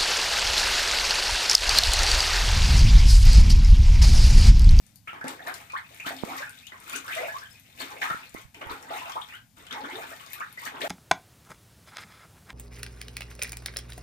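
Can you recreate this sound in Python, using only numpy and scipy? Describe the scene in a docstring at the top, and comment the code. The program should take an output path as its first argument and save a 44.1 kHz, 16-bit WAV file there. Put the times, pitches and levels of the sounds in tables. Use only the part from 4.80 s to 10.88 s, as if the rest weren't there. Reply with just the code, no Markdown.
"""Over a faint rumble and hiss, a drop smacks, then chirps, slaps and spray: two ducks in a half-filled bathtub.
Bubbles are rising sines, drops and slaps are filtered noise clicks, and splashes swell and fade as
swarms of random bubbles and patters of droplet clicks. The hard tub smears the water into a short dense ring.
The left microphone is bright, the right one muffled; a hand knocks the right one at times."""
import sys
import numpy as np
from scipy import signal
from scipy.fft import rfft, irfft
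from scipy.io import wavfile

SR = 44100
rng = np.random.default_rng(int(sys.argv[2]) if len(sys.argv) > 2 else 0)


def store_wav(level_fs):
    """Save 16-bit WAV to argv[1]."""
    pcm = np.round(np.clip(np.atleast_2d(level_fs), -1, 1) * 32767)
    wavfile.write(sys.argv[1], SR, pcm.T.astype(np.int16))


N = 268125  # length in samples
SPOTS = 4  # places in the tub, each with echoes of its own


def from_db(db):
    """dB to gain."""
    return 10 ** (np.asarray(db) / 20)


def rms_one(x):
    """Scale to rms 1."""
    return x / np.sqrt(np.mean(x ** 2) + 1e-20)


def at_hz(points, hz):
    """Read a table on a log-frequency axis."""
    table_hz, values = np.array(points).T
    return np.interp(np.log(hz), np.log(table_hz), values)


def coloured(x, spectrum):
    """Weight a signal by a spectrum in dB."""
    length = x.shape[-1]
    hz = np.fft.rfftfreq(length, 1 / SR) + 1  # keeps the logarithm finite
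    return irfft(rfft(x) * from_db(at_hz(spectrum, hz)), length)


def filtered(x, order, edges, kind):
    """Butterworth filter; edges in Hz."""
    return signal.sosfilt(signal.butter(order, edges, kind, fs=SR, output="sos"), x)


def add(track, s, sound):
    """Mix a sound in at a time in seconds."""
    i = int(round(s * SR))
    track[i:i + len(sound)] += sound[:N - i]


# Spectrum shape of the house rumble and hiss. Each row: frequency in Hz, relative density in dB per Hz.
HUSH_SPECTRUM = [(12, -9), (20, -16.5), (104, 10), (268, 3.5), (385, -21.5), (730, -11), (1210, -19),
                 (1900, -17), (2790, -14), (4600, -11), (7820, -11), (8740, -12), (15700, -12)]


def hush(level_db):
    """House rumble and hiss: steady coloured noise, mostly shared by both sides, partly each side's own."""
    shared, *own = coloured(rng.standard_normal((3, N)), HUSH_SPECTRUM)
    return from_db(level_db) * rms_one(2.16 * shared + np.array(own))


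# The hand at the right microphone. Each row: start in seconds, push level in dB, sign,
# push width in seconds, case ring in Hz.
HAND_KNOCKS = [(1.436, -11, -1, .00021, 210), (3.310, -25, 1, .0003, 150), (3.346, -28, 1, .0004, 200),
               (3.548, -23, -1, .0003, 260), (3.654, -41, -1, .0015, 120), (3.868, -37, -1, .0015, 90),
               (3.908, -42, 1, .002, 90), (3.930, -43, 1, .002, 90)]


def knocks(ring_db, cycles):
    """A short pressure push, then the case swings back and rings, losing 60 dB in the given cycles."""
    out, t = np.zeros(N), np.arange(-400, 4000) / SR
    for s, peak_db, sign, width, hz in HAND_KNOCKS:
        push = np.exp(-.5 * (t / width) ** 2)
        after = np.maximum(t - width, 0)
        swing = -from_db(ring_db - 60 * after * hz / cycles) * np.sin(2 * np.pi * hz * after)
        add(out, s + t[0], sign * from_db(peak_db) * (push + swing))
    return filtered(out, 1, 35, "high")


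# Tone of the droplet spray. Each row: frequency in Hz, weight in dB per Hz.
SPRAY_SPECTRUM = [(1470, -2), (2500, -1.5), (2870, -4), (3530, -3.5), (4770, -9), (8490, -2.5),
                  (10400, -2.5), (13300, 6.5), (15700, 16.5)]


def spray(level_db, per_s, spread_db):
    """Fine droplets: clicks of uneven strength, each place with a pitch range of its own."""
    strength = from_db(spread_db * np.minimum(rng.exponential(1, (SPOTS, N)), 4))
    lands = rng.random((SPOTS, N)) < per_s / SR
    clicks = strength * rng.choice([-1, 1], (SPOTS, N)) * lands
    for k, hz in enumerate(np.geomspace(3500, 11000, SPOTS)):
        clicks[k] = filtered(clicks[k], 1, [hz * 0.6, hz * 0.84], "band") / np.sqrt(hz)
    return from_db(level_db) * rms_one(coloured(clicks, SPRAY_SPECTRUM))


def bubble(hz, octaves, life, fade_db=5.0):
    """A sine whose pitch climbs as the bubble nears the surface; it fades, then bursts."""
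    t = np.arange(int(np.clip(life, .002, .12) * SR)) / SR
    pitch = np.minimum(hz * 2 ** (octaves * t / life), 12000)
    phase = np.cumsum(2 * np.pi * pitch / SR)
    burst = np.minimum(1, (life - t) / (0.15 * life))  # quick drop over the last of its life
    return np.sin(phase) * from_db(-fade_db * t / life) * burst


def swarm(level_db, per_s, low_hz, high_hz, cycles, spread_db):
    """Bubbles born at random, of random size, strength and glide; smaller ones ring higher and shorter."""
    out, draws = np.zeros((SPOTS, N)), rng.random((6000, 4))
    born = np.cumsum(-np.log(1 - draws[:, 0]) / per_s)  # random gaps around the mean rate
    for k, (s, (_, size, force, rise)) in enumerate(zip(born[born < N / SR], draws)):
        hz = low_hz * (high_hz / low_hz) ** size
        add(out[k % SPOTS], s, from_db(spread_db * force) * bubble(hz, 0.913 * rise, cycles / hz))
    return from_db(level_db) * rms_one(out) / SPOTS


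# Splashes that churn the water. Each row: peak in seconds, swell in seconds, spray fade in seconds,
# then the drive of gurgle, small bubbles and spray in dB.
WATER_SPLASHES = [(0.08, 0.3, 0.14, -73.5, -86, -70.5), (0.28, 0.025, 0.11, -75, -61, -62),
                  (0.33, 0.011, .2, -50, -44, -66), (0.446, .01, 0.22, -38.5, -44.5, -57),
                  (0.485, 0.041, 0.12, -47, -38, -50), (0.68, 0.084, .1, -45, -36.5, -50),
                  (0.745, 0.045, 0.2, -54, -46, -52), (0.98, 0.12, 0.082, -73, -45.5, -59.5),
                  (1.151, 0.18, 0.33, -62, -77, -58.5), (1.27, 0.031, 0.093, -43.5, -37, -43.5),
                  (1.49, .15, 0.13, -41.5, -56, -55), (1.59, 0.45, 0.13, -65, -42.5, -49.5),
                  (1.75, 0.51, 0.27, -70, -67, -60), (1.918, 0.031, 0.16, -60, -45.5, -64),
                  (2.08, 0.023, 0.17, -74, -55, -57), (2.168, 0.17, 0.049, -47.5, -39.5, -44),
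                  (2.34, 0.23, 0.17, -53, -40, -46.5), (2.37, 0.018, 0.24, -56, -38, -48),
                  (2.581, 0.43, 0.14, -62, -58, -53.5), (2.71, 0.029, 0.18, -64.5, -71, -59),
                  (2.88, 0.14, 0.53, -69, -78, -64.5), (3.012, 0.059, 0.14, -47, -40, -46),
                  (3.129, 0.11, 0.15, -46.5, -44.5, -54), (3.224, 0.035, 0.23, -47, -35, -44.5),
                  (3.45, 0.49, 0.067, -60.5, -62, -65), (3.548, 0.023, 0.13, -51.5, -46.5, -58.5),
                  (3.609, .1, 0.029, -65, -68, -57), (3.75, 0.014, 0.25, -53, -54.5, -63),
                  (3.817, 0.0084, 0.13, -38.5, -36, -62), (3.91, .05, 0.16, -41.5, -40, -52.5),
                  (4.03, 0.07, .1, -51, -48.5, -64), (4.11, 0.07, 0.16, -44, -38, -67),
                  (4.169, 0.12, .15, -58.5, -39.5, -47.5), (4.298, 0.081, 0.18, -60, -41.5, -51.5),
                  (4.55, 0.36, 0.075, -68, -54, -59), (4.775, 0.021, 0.44, -58.5, -55, -61),
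                  (4.916, 0.019, 0.39, -52, -36, -57.5), (5.04, 0.14, 0.4, -44.5, -43, -78),
                  (5.15, 0.17, 1, -55, -46, -53), (5.45, 0.11, .2, -80, -72, -78),
                  (5.539, 0.033, 0.016, -81, -65, -44.5), (5.62, .1, 0.17, -81, -66, -82),
                  (5.79, .05, 0.28, -80, -63, -55.5), (5.864, 0.065, 0.04, -56, -36, -44),
                  (5.95, 0.093, 0.16, -42.5, -41, -70), (6.014, 0.02, .2, -38, -47, -46)]


def churn(levels_db, lag_s=0, slower=1, span_db=20):
    """Level curve in dB: each splash climbs span_db in its swell, sinks span_db in its fade; powers add."""
    peak, swell, fade = np.array(WATER_SPLASHES)[:, :3, None].transpose(1, 0, 2)
    t = np.arange(0, N + 40, 40) / SR  # coarse steps, interpolated below
    since = t - peak - lag_s
    below = np.where(since < 0, -since / swell, since / (fade * slower))
    power = from_db(2 * (levels_db[:, None] - span_db * below)).sum(axis=0)
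    return np.interp(np.arange(N) / SR, t, 10 * np.log10(power + 1e-12))


def splashes():
    """Churned water: low gurgle, small bubbles, droplet spray and a fizz of tiny bubbles that follows the spray."""
    gurgle, small, drops = np.transpose(WATER_SPLASHES)[3:]
    gurgle_db = churn(gurgle, lag_s=0.0044, slower=0.69)  # comes late, fades sooner than the spray
    small_db = churn(small, slower=0.78)
    spray_db = churn(drops)
    water = swarm(gurgle_db, per_s=260, low_hz=230, high_hz=850, cycles=5.12, spread_db=14.0)
    water += swarm(small_db, per_s=350, low_hz=753, high_hz=3625, cycles=13.25, spread_db=22.0)
    water += spray(spray_db, per_s=500, spread_db=5.0)
    fizz_db = spray_db + 3.5
    water += swarm(fizz_db, per_s=250, low_hz=3040, high_hz=10100, cycles=15.1, spread_db=6.0)
    return water


def bursts(events, t60, below, above):
    """Each impact is a click with a short wake of noise, band-passed around its own pitch."""
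    out, t = np.zeros((SPOTS, N)), np.arange(600) / SR
    noises = rng.standard_normal((len(events), 600))
    for k, ((s, peak_db, hz), noise) in enumerate(zip(events, noises)):
        edges = [hz * below, min(hz * above, 19000)]
        click = noise * from_db(-60 * t / t60) + 3.1 * (t == 0)
        burst = filtered(click, 1, edges, "band")
        add(out[k % SPOTS], s, from_db(peak_db) * burst / np.abs(burst).max())
    return out


# Feet and wings slapping the water. Each row: start in seconds, dry peak in dB, centre in Hz.
WATER_SLAPS = [(0.276, -35, 1390), (0.412, -31.5, 1670), (0.441, -35, 1650), (0.443, -27, 330),
               (0.673, -24, 1520), (0.902, -33, 2520), (0.936, -53, 1110), (1.199, -46, 2580),
               (1.265, -22.5, 1874), (1.62, -28.5, 1590), (1.867, -53, 3150), (2.064, -45, 1810),
               (2.097, -28, 1980), (2.131, -29, 2550), (2.281, -28, 1660), (2.991, -39, 2920),
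               (3.004, -28, 1010), (3.217, -24.5, 1710), (3.302, -25.5, 1370), (3.747, -42.5, 2630),
               (3.814, -29.5, 835), (3.897, -29, 1030), (4.109, -35, 840), (4.358, -30.5, 990),
               (4.487, -35, 2350), (4.772, -42, 1280), (4.867, -35, 2710), (4.911, -29, 3440),
               (5.508, -69, 2113), (5.582, -34, 1450), (5.605, -52, 1430), (5.777, -39, 1890),
               (5.866, -41, 1010), (6.016, -25, 3580)]


def slaps():
    """Broad impacts push a patch of water: wide-band bursts with a longer wake than the drops."""
    return bursts(WATER_SLAPS, t60=.008, below=.4, above=1.9)


# Drops smacking the surface or the wall. Each row: start in seconds, dry peak in dB, centre in Hz.
DROP_SMACKS = [(.0657, -36.5, 7900), (.1585, -27.5, 11400), (.4818, -15.5, 8240), (.6814, -22, 10800),
               (.7412, -23, 5700), (.9218, -30.5, 6940), (.9787, -32, 5400), (1.1458, -31, 11300),
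               (1.2027, -31, 6760), (1.2685, -35, 5300), (1.3663, -28, 4970), (1.4197, -36, 8710),
               (1.451, -28, 7000), (1.5384, -36, 8000), (1.5823, -22.5, 5460), (1.6945, -27, 8600),
               (1.7888, -33, 4950), (1.8687, -25.5, 7400), (1.9793, -43, 5900), (2.0018, -29, 9050),
               (2.0752, -40, 8430), (2.0976, -19, 8100), (2.1326, -23, 9020), (2.162, -14.5, 6800),
               (2.2887, -45, 5570), (2.3087, -33, 12900), (2.3516, -18.5, 7400), (2.4773, -25.5, 13700),
               (2.586, -28, 5270), (2.7092, -36, 7940), (2.798, -32, 11560), (3.0041, -36, 4930),
               (3.0106, -24.5, 7300), (3.1173, -36, 6140), (3.2171, -40, 5550), (3.4575, -35, 8850),
               (3.4945, -31.5, 8360), (3.5423, -27.5, 12200), (3.5828, -33.5, 5970), (3.6153, -36, 7520),
               (3.7459, -36.5, 6000), (3.8711, -32, 12500), (4.0272, -28.5, 5600), (4.2971, -28, 6200),
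               (4.3205, -27, 5500), (4.413, -33, 9200), (4.8249, -38, 8980), (4.9272, -23, 5430),
               (5.0584, -36.5, 5500), (5.1003, -33, 8100), (5.464, -30, 5800), (5.5328, -15, 12600),
               (5.6007, -32, 6650), (5.7269, -29.5, 11700), (5.8541, -22.5, 6360), (6.0062, -32, 5330)]


def smacks():
    """Small hard impacts: narrow bursts that die within milliseconds."""
    return bursts(DROP_SMACKS, t60=.004, below=.82, above=1.25)


# Bubbles that stand out. Each row: start in seconds, starting pitch in Hz, dry level in dB,
# pitch rise in octaves, life in seconds.
SINGLE_BUBBLES = [(.159, 4350, -55, .25, .013), (.273, 1490, -43, 0.5, 0.013),
                  (.274, 1276, -43.5, 0.16, 0.037), (.274, 2090, -34, .73, 0.011),
                  (.292, 2670, -32.5, 0.11, 0.0039), (.331, 940, -32.5, 0.34, 0.0036),
                  (.413, 1550, -32.5, 0.25, 0.009), (.441, 218.5, -35.5, 0.32, 0.028),
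                  (.441, 715, -35, 0.41, 0.0036), (.467, 1580, -38, 1.5, 0.023),
                  (.483, 3680, -38, .12, 0.0047), (.488, 900, -44, 1.16, 0.018),
                  (.593, 1590, -39, 0.35, 0.0043), (.604, 680, -41.5, .16, 0.006),
                  (.624, 3441, -46.5, .25, .008), (.666, 1590, -37.5, 0.74, 0.02),
                  (.671, 649, -41, 0.42, 0.031), (.686, 1480, -29.5, 0.26, 0.0058),
                  (.899, 2350, -37, 0.17, 0.011), (.934, 981, -33, 1.31, 0.045),
                  (.965, 2940, -42.5, 0.72, 0.015), (.973, 1460, -48, .9, 0.013),
                  (1.044, 2430, -45.5, 0.18, 0.01), (1.108, 632, -49.5, .3, 0.0053),
                  (1.199, 2300, -30.5, 0.33, .008), (1.245, 1210, -40, .78, 0.033),
                  (1.26, 2810, -33, 0.75, 0.015), (1.264, 248, -36, 0.31, 0.0085),
                  (1.264, 798, -29.5, 1.6, 0.0063), (1.279, 1564, -32.5, 0.5, 0.01),
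                  (1.307, 640, -30.5, 0.43, 0.0039), (1.33, 255, -45, 0.087, 0.047),
                  (1.386, 2930, -39, 0.71, 0.01), (1.464, 1014, -42, 0.46, 0.011),
                  (1.483, 667, -39.5, 1.29, 0.055), (1.49, 2160, -37.5, 0.26, 0.0052),
                  (1.516, 1100, -40, 0.18, 0.015), (1.559, 1090, -32, 0.17, 0.0068),
                  (1.572, 1730, -40, 0.41, 0.026), (1.6, 522, -48, 0.41, 0.024),
                  (1.62, 1500, -34, 0.3, 0.017), (1.665, 1398, -45, 0.24, 0.038),
                  (1.669, 2410, -46, .21, 0.02), (1.777, 3220, -45, 0.4, 0.013),
                  (1.827, 2420, -49.5, 0.29, 0.035), (1.869, 2720, -37.5, 0.57, 0.008),
                  (1.92, 1650, -35, .49, 0.003), (2.062, 2320, -48, .25, 0.0083),
                  (2.072, 1292, -45, .25, 0.0063), (2.098, 2910, -38, 0.33, 0.0064),
                  (2.129, 2330, -32.5, 0.37, 0.024), (2.13, 231, -47, 0.53, 0.071),
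                  (2.13, 1350, -38, 0.25, 0.03), (2.145, 376, -44.5, 0.44, 0.016),
                  (2.153, 5840, -33.5, 0.29, 0.02), (2.242, 1050, -42, 0.59, 0.011),
                  (2.28, 1400, -41.5, 0.88, 0.04), (2.28, 1590, -30.5, .1, 0.0048),
                  (2.309, 1604, -32.5, 1.4, 0.021), (2.326, 2260, -33, 0.83, 0.031),
                  (2.362, 617, -39, 0.35, 0.044), (2.366, 1040, -42, 1.2, 0.022),
                  (2.378, 1985, -35, 0.094, 0.017), (2.386, 500, -45, 0.058, .012),
                  (2.402, 476.6, -36.5, 0.72, 0.053), (2.429, 2200, -39.5, 0.44, 0.022),
                  (2.425, 645, -45, 0.14, 0.028), (2.445, 508, -38.5, 0.95, 0.0263),
                  (2.455, 2135, -35.5, 0.45, 0.014), (2.47, 610, -41, .2, 0.023),
                  (2.484, 1626, -33, 0.16, 0.018), (2.54, 994, -37, 0.41, 0.028),
                  (2.585, 4600, -45, 0.35, 0.016), (2.618, 1524, -40, 0.26, 0.017),
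                  (2.645, 1590, -47, .05, 0.013), (2.652, 2960, -45, .25, .012),
                  (2.712, 5200, -51.5, 0.054, 0.021), (2.745, 2430, -52, 0.085, 0.019),
                  (2.854, 2620, -56, 0.26, 0.014), (2.984, 2404, -44, 1.3, 0.026),
                  (3.003, 1000, -41, 0.25, 0.0075), (3.003, 4220, -26.5, .12, 0.0032),
                  (3.018, 2850, -30.5, 0.62, 0.0067), (3.164, 660, -44, 0.34, 0.007),
                  (3.166, 2060, -41.5, 0.53, 0.014), (3.212, 660, -39.5, 1.73, .058),
                  (3.216, 2230, -31, 0.86, 0.017), (3.216, 3340, -36, 1.2, .0082),
                  (3.217, 1560, -24.5, .74, 0.0086), (3.237, 1555, -34.5, 0.24, 0.034),
                  (3.239, 1210, -41, .25, .074), (3.299, 1820, -41.5, 0.061, 0.025),
                  (3.301, 1300, -22, 0.12, 0.0084), (3.323, 1310, -30.5, 0.84, 0.0045),
                  (3.431, 2390, -39.5, 0.26, 0.0093), (3.467, 4120, -47, 0.12, 0.0059),
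                  (3.555, 1953, -45.5, 0.24, 0.018), (3.593, 2990, -50, 0.21, 0.0116),
                  (3.744, 2180, -41, 0.66, 0.01), (3.811, 724, -36.5, 0.23, 0.0034),
                  (3.812, 2450, -44, 0.43, 0.0083), (3.888, 1126, -41, 1.1, .03),
                  (3.89, 898, -39.5, 0.8, 0.043), (3.899, 3740, -39, .38, .0091),
                  (4.086, 1840, -43, 0.2, .0069), (4.105, 576, -32.5, 0.89, 0.017),
                  (4.107, 2560, -47, 0.29, 0.0092), (4.136, 3470, -37, .3, .0084),
                  (4.139, 2060, -39, 0.34, 0.0056), (4.144, 734, -38, 0.48, 0.023),
                  (4.15, 1650, -43, 1.2, 0.05), (4.185, 2536, -35.5, .28, 0.012),
                  (4.213, 945, -35, 0.14, .01), (4.256, 605, -44, 1.2, 0.054),
                  (4.257, 2620, -31, .089, 0.0038), (4.32, 3090, -39, .21, 0.016),
                  (4.356, 801, -29.5, .8, 0.019), (4.415, 3060, -32, 0.38, 0.0069),
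                  (4.488, 2290, -44, 0.31, 0.027), (4.523, 1800, -40.5, .31, 0.006),
                  (4.534, 2770, -42.5, 0.26, 0.029), (4.536, 1364, -44.5, .34, 0.025),
                  (4.773, 1200, -50, 0.1, 0.0025), (4.868, 2880, -42, 0.34, 0.0085),
                  (4.908, 3040, -31.5, 0.43, 0.01), (4.91, 1475, -41, 1.5, 0.027),
                  (4.918, 223, -48.5, .21, .015), (4.948, 722, -42, 0.74, 0.029),
                  (4.98, 418, -49.5, 0.2, 0.021), (4.98, 791, -42, 0.35, 0.051),
                  (5.032, 251, -42.5, 0.22, 0.011), (5.041, 1160, -31.5, 0.67, 0.0063),
                  (5.105, 2000, -38.5, 0.31, 0.014), (5.111, 2940, -42, .3, 0.011),
                  (5.121, 313, -42.5, .76, 0.059), (5.155, 390, -48, 0.48, 0.025),
                  (5.155, 3460, -29, 0.24, 0.0026), (5.184, 570, -32.5, .54, 0.0044),
                  (5.213, 2280, -40, 0.22, 0.015), (5.215, 1240, -40, 0.54, 0.015),
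                  (5.297, 1204, -46.5, 0.77, 0.036), (5.316, 588, -40, 0.29, 0.0078),
                  (5.397, 2750, -43.5, 0.21, 0.0093), (5.325, 1767, -51, 0.12, 0.018),
                  (5.403, 1120, -49, .05, 0.031), (5.505, 1920, -44, 0.24, .011),
                  (5.557, 1180, -47.5, 0.053, 0.019), (5.581, 1430, -42, 0.12, 0.016),
                  (5.604, 1095, -32.5, 0.89, 0.023), (5.604, 2074, -39, 0.54, 0.0099),
                  (5.774, 1846, -36, .29, 0.012), (5.817, 1040, -45, 0.53, 0.017),
                  (5.867, 230, -49, 0.42, 0.019), (5.867, 850, -34, 0.6, 0.0042),
                  (5.943, 1010, -37.5, .17, 0.0047), (6.009, 1670, -35, 1.05, .01),
                  (6.009, 1700, -41.5, 1.02, 0.045), (6.016, 2990, -25, 0.7, 0.0049),
                  (6.036, 540, -33.5, 0.77, 0.033), (6.036, 1220, -38.5, 0.93, 0.038)]


def big_bubbles():
    """The single bubbles chirp as they rise, dealt in turn to the places."""
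    out = np.zeros((SPOTS, N))
    for k, (s, hz, level_db, octaves, life) in enumerate(SINGLE_BUBBLES):
        add(out[k % SPOTS], s, from_db(level_db) * bubble(hz, octaves, life))
    return out


# Echo decay. Each row: frequency in Hz, t60 in seconds.
ECHO_T60 = [(200, 0.086), (530, 0.18), (1400, 0.24), (3700, 0.2), (9700, 0.16)]
# Wet walls and air take the treble. Each row: frequency in Hz, echo level in dB.
WALL_COLOUR = [(200, -1), (1500, -2), (4000, -5), (9000, -8), (15000, -9)]
# Left-right likeness of the echoes. Each row: frequency in Hz, likeness from 0 to 1.
ECHO_LIKENESS = [(60, 0.8), (270, 0.68), (700, 0.93), (1200, 0.073), (2500, 0.21), (5000, 0.1),
                 (15000, 0.054)]
# Low modes of the tub. Each row: pitch in Hz, level against the tail in dB, t60 in seconds (held to 0.4 at most).
LOW_MODES = [(268, -27, 0.77), (450.5, -30, 0.76), (534, -36, 0.81), (679, -26, 0.66), (850, -28.5, 1),
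             (1270, -27, 0.1), (1698, -25.5, 0.19)]
# Later arrival at the right side. One column: delay in seconds, one row for each place.
RIGHT_DELAY = [.00043, .0004, .00022, .00046]


def tub(x, tail_db, first_echo_s, build_s, room_db, room_slower, near_db, near_t60):
    """Direct sound, strong first echoes, dense echoes dying band by band, and low modes; the right comes late."""
    t = np.arange(SR // 2) / SR
    edges, echoes = 40 * 2 ** np.arange(0, 9.1, .5), np.zeros((2, SPOTS, len(t)))  # half-octave bands
    near_walls = from_db(near_db - 60 * t / near_t60)  # strong first echoes off the enamel
    white = rng.standard_normal((2, 2, SPOTS, len(t)))
    for k, (low, high) in enumerate(zip(edges, edges[1:])):
        left, other = filtered(white[k % 2], 2, [low, high], "band")
        hz = np.sqrt(low * high)
        alike = np.clip(at_hz(ECHO_LIKENESS, hz), 0, 1)
        right = alike * left + np.sqrt(1 - alike ** 2) * other
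        fall_db = -60 * t / at_hz(ECHO_T60, hz)
        room = from_db(room_db + fall_db / room_slower)
        decay = from_db(fall_db) + room + near_walls
        echoes += np.array([left, right]) * from_db(at_hz(WALL_COLOUR, hz)) * decay
    echoes *= from_db(tail_db) * np.clip((t - first_echo_s) / build_s, 0, 1)
    echoes[..., 0] += 1  # direct sound
    for k, lag in enumerate(RIGHT_DELAY):
        echoes[1, k] = np.pad(echoes[1, k], (round(lag * SR), 0))[:len(t)]
    for hz, level_db, t60 in LOW_MODES:  # these reach both sides together
        ring_db = tail_db + level_db - 60 * t / min(t60, 0.4)
        echoes += from_db(ring_db) * np.sin(2 * np.pi * hz * t)
    return signal.fftconvolve(x[None], echoes, axes=2)[..., :N].sum(axis=1)


def scene():
    """The quiet house, the hand, and the water ringing in the tub."""
    quiet_house = hush(level_db=-59)
    hand = knocks(ring_db=-2, cycles=4.5) * [[0], [1]]  # right side only
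    water = splashes() + slaps() + smacks() + big_bubbles()
    water = filtered(water, 2, 170, "high")  # the water sounds carry no deep bass
    ringing = tub(water, tail_db=-26.0, first_echo_s=0.00018, build_s=0.0014,
                  room_db=-0.5, room_slower=0.99, near_db=6.5, near_t60=0.0088)
    return ringing + quiet_house + hand


# Tone of the muffled right microphone. Each row: frequency in Hz, gain against the left in dB.
RIGHT_TONE = [(30, 10.5), (270, -2.5), (500, 0), (2000, 0), (3300, -8), (5500, -16.5), (9000, -29),
              (12500, -16.5), (16000, -12)]


def record(dry):
    """The right port is muffled; a steep low-pass cuts the top on both sides."""
    both = np.array([dry[0], coloured(dry[1], RIGHT_TONE)])
    top_cut = signal.cheby2(14, 70, 16000, fs=SR, output="sos")  # order, dB down, stop edge in Hz
    return signal.sosfilt(top_cut, both)


dry = scene()
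out = record(dry)
store_wav(out)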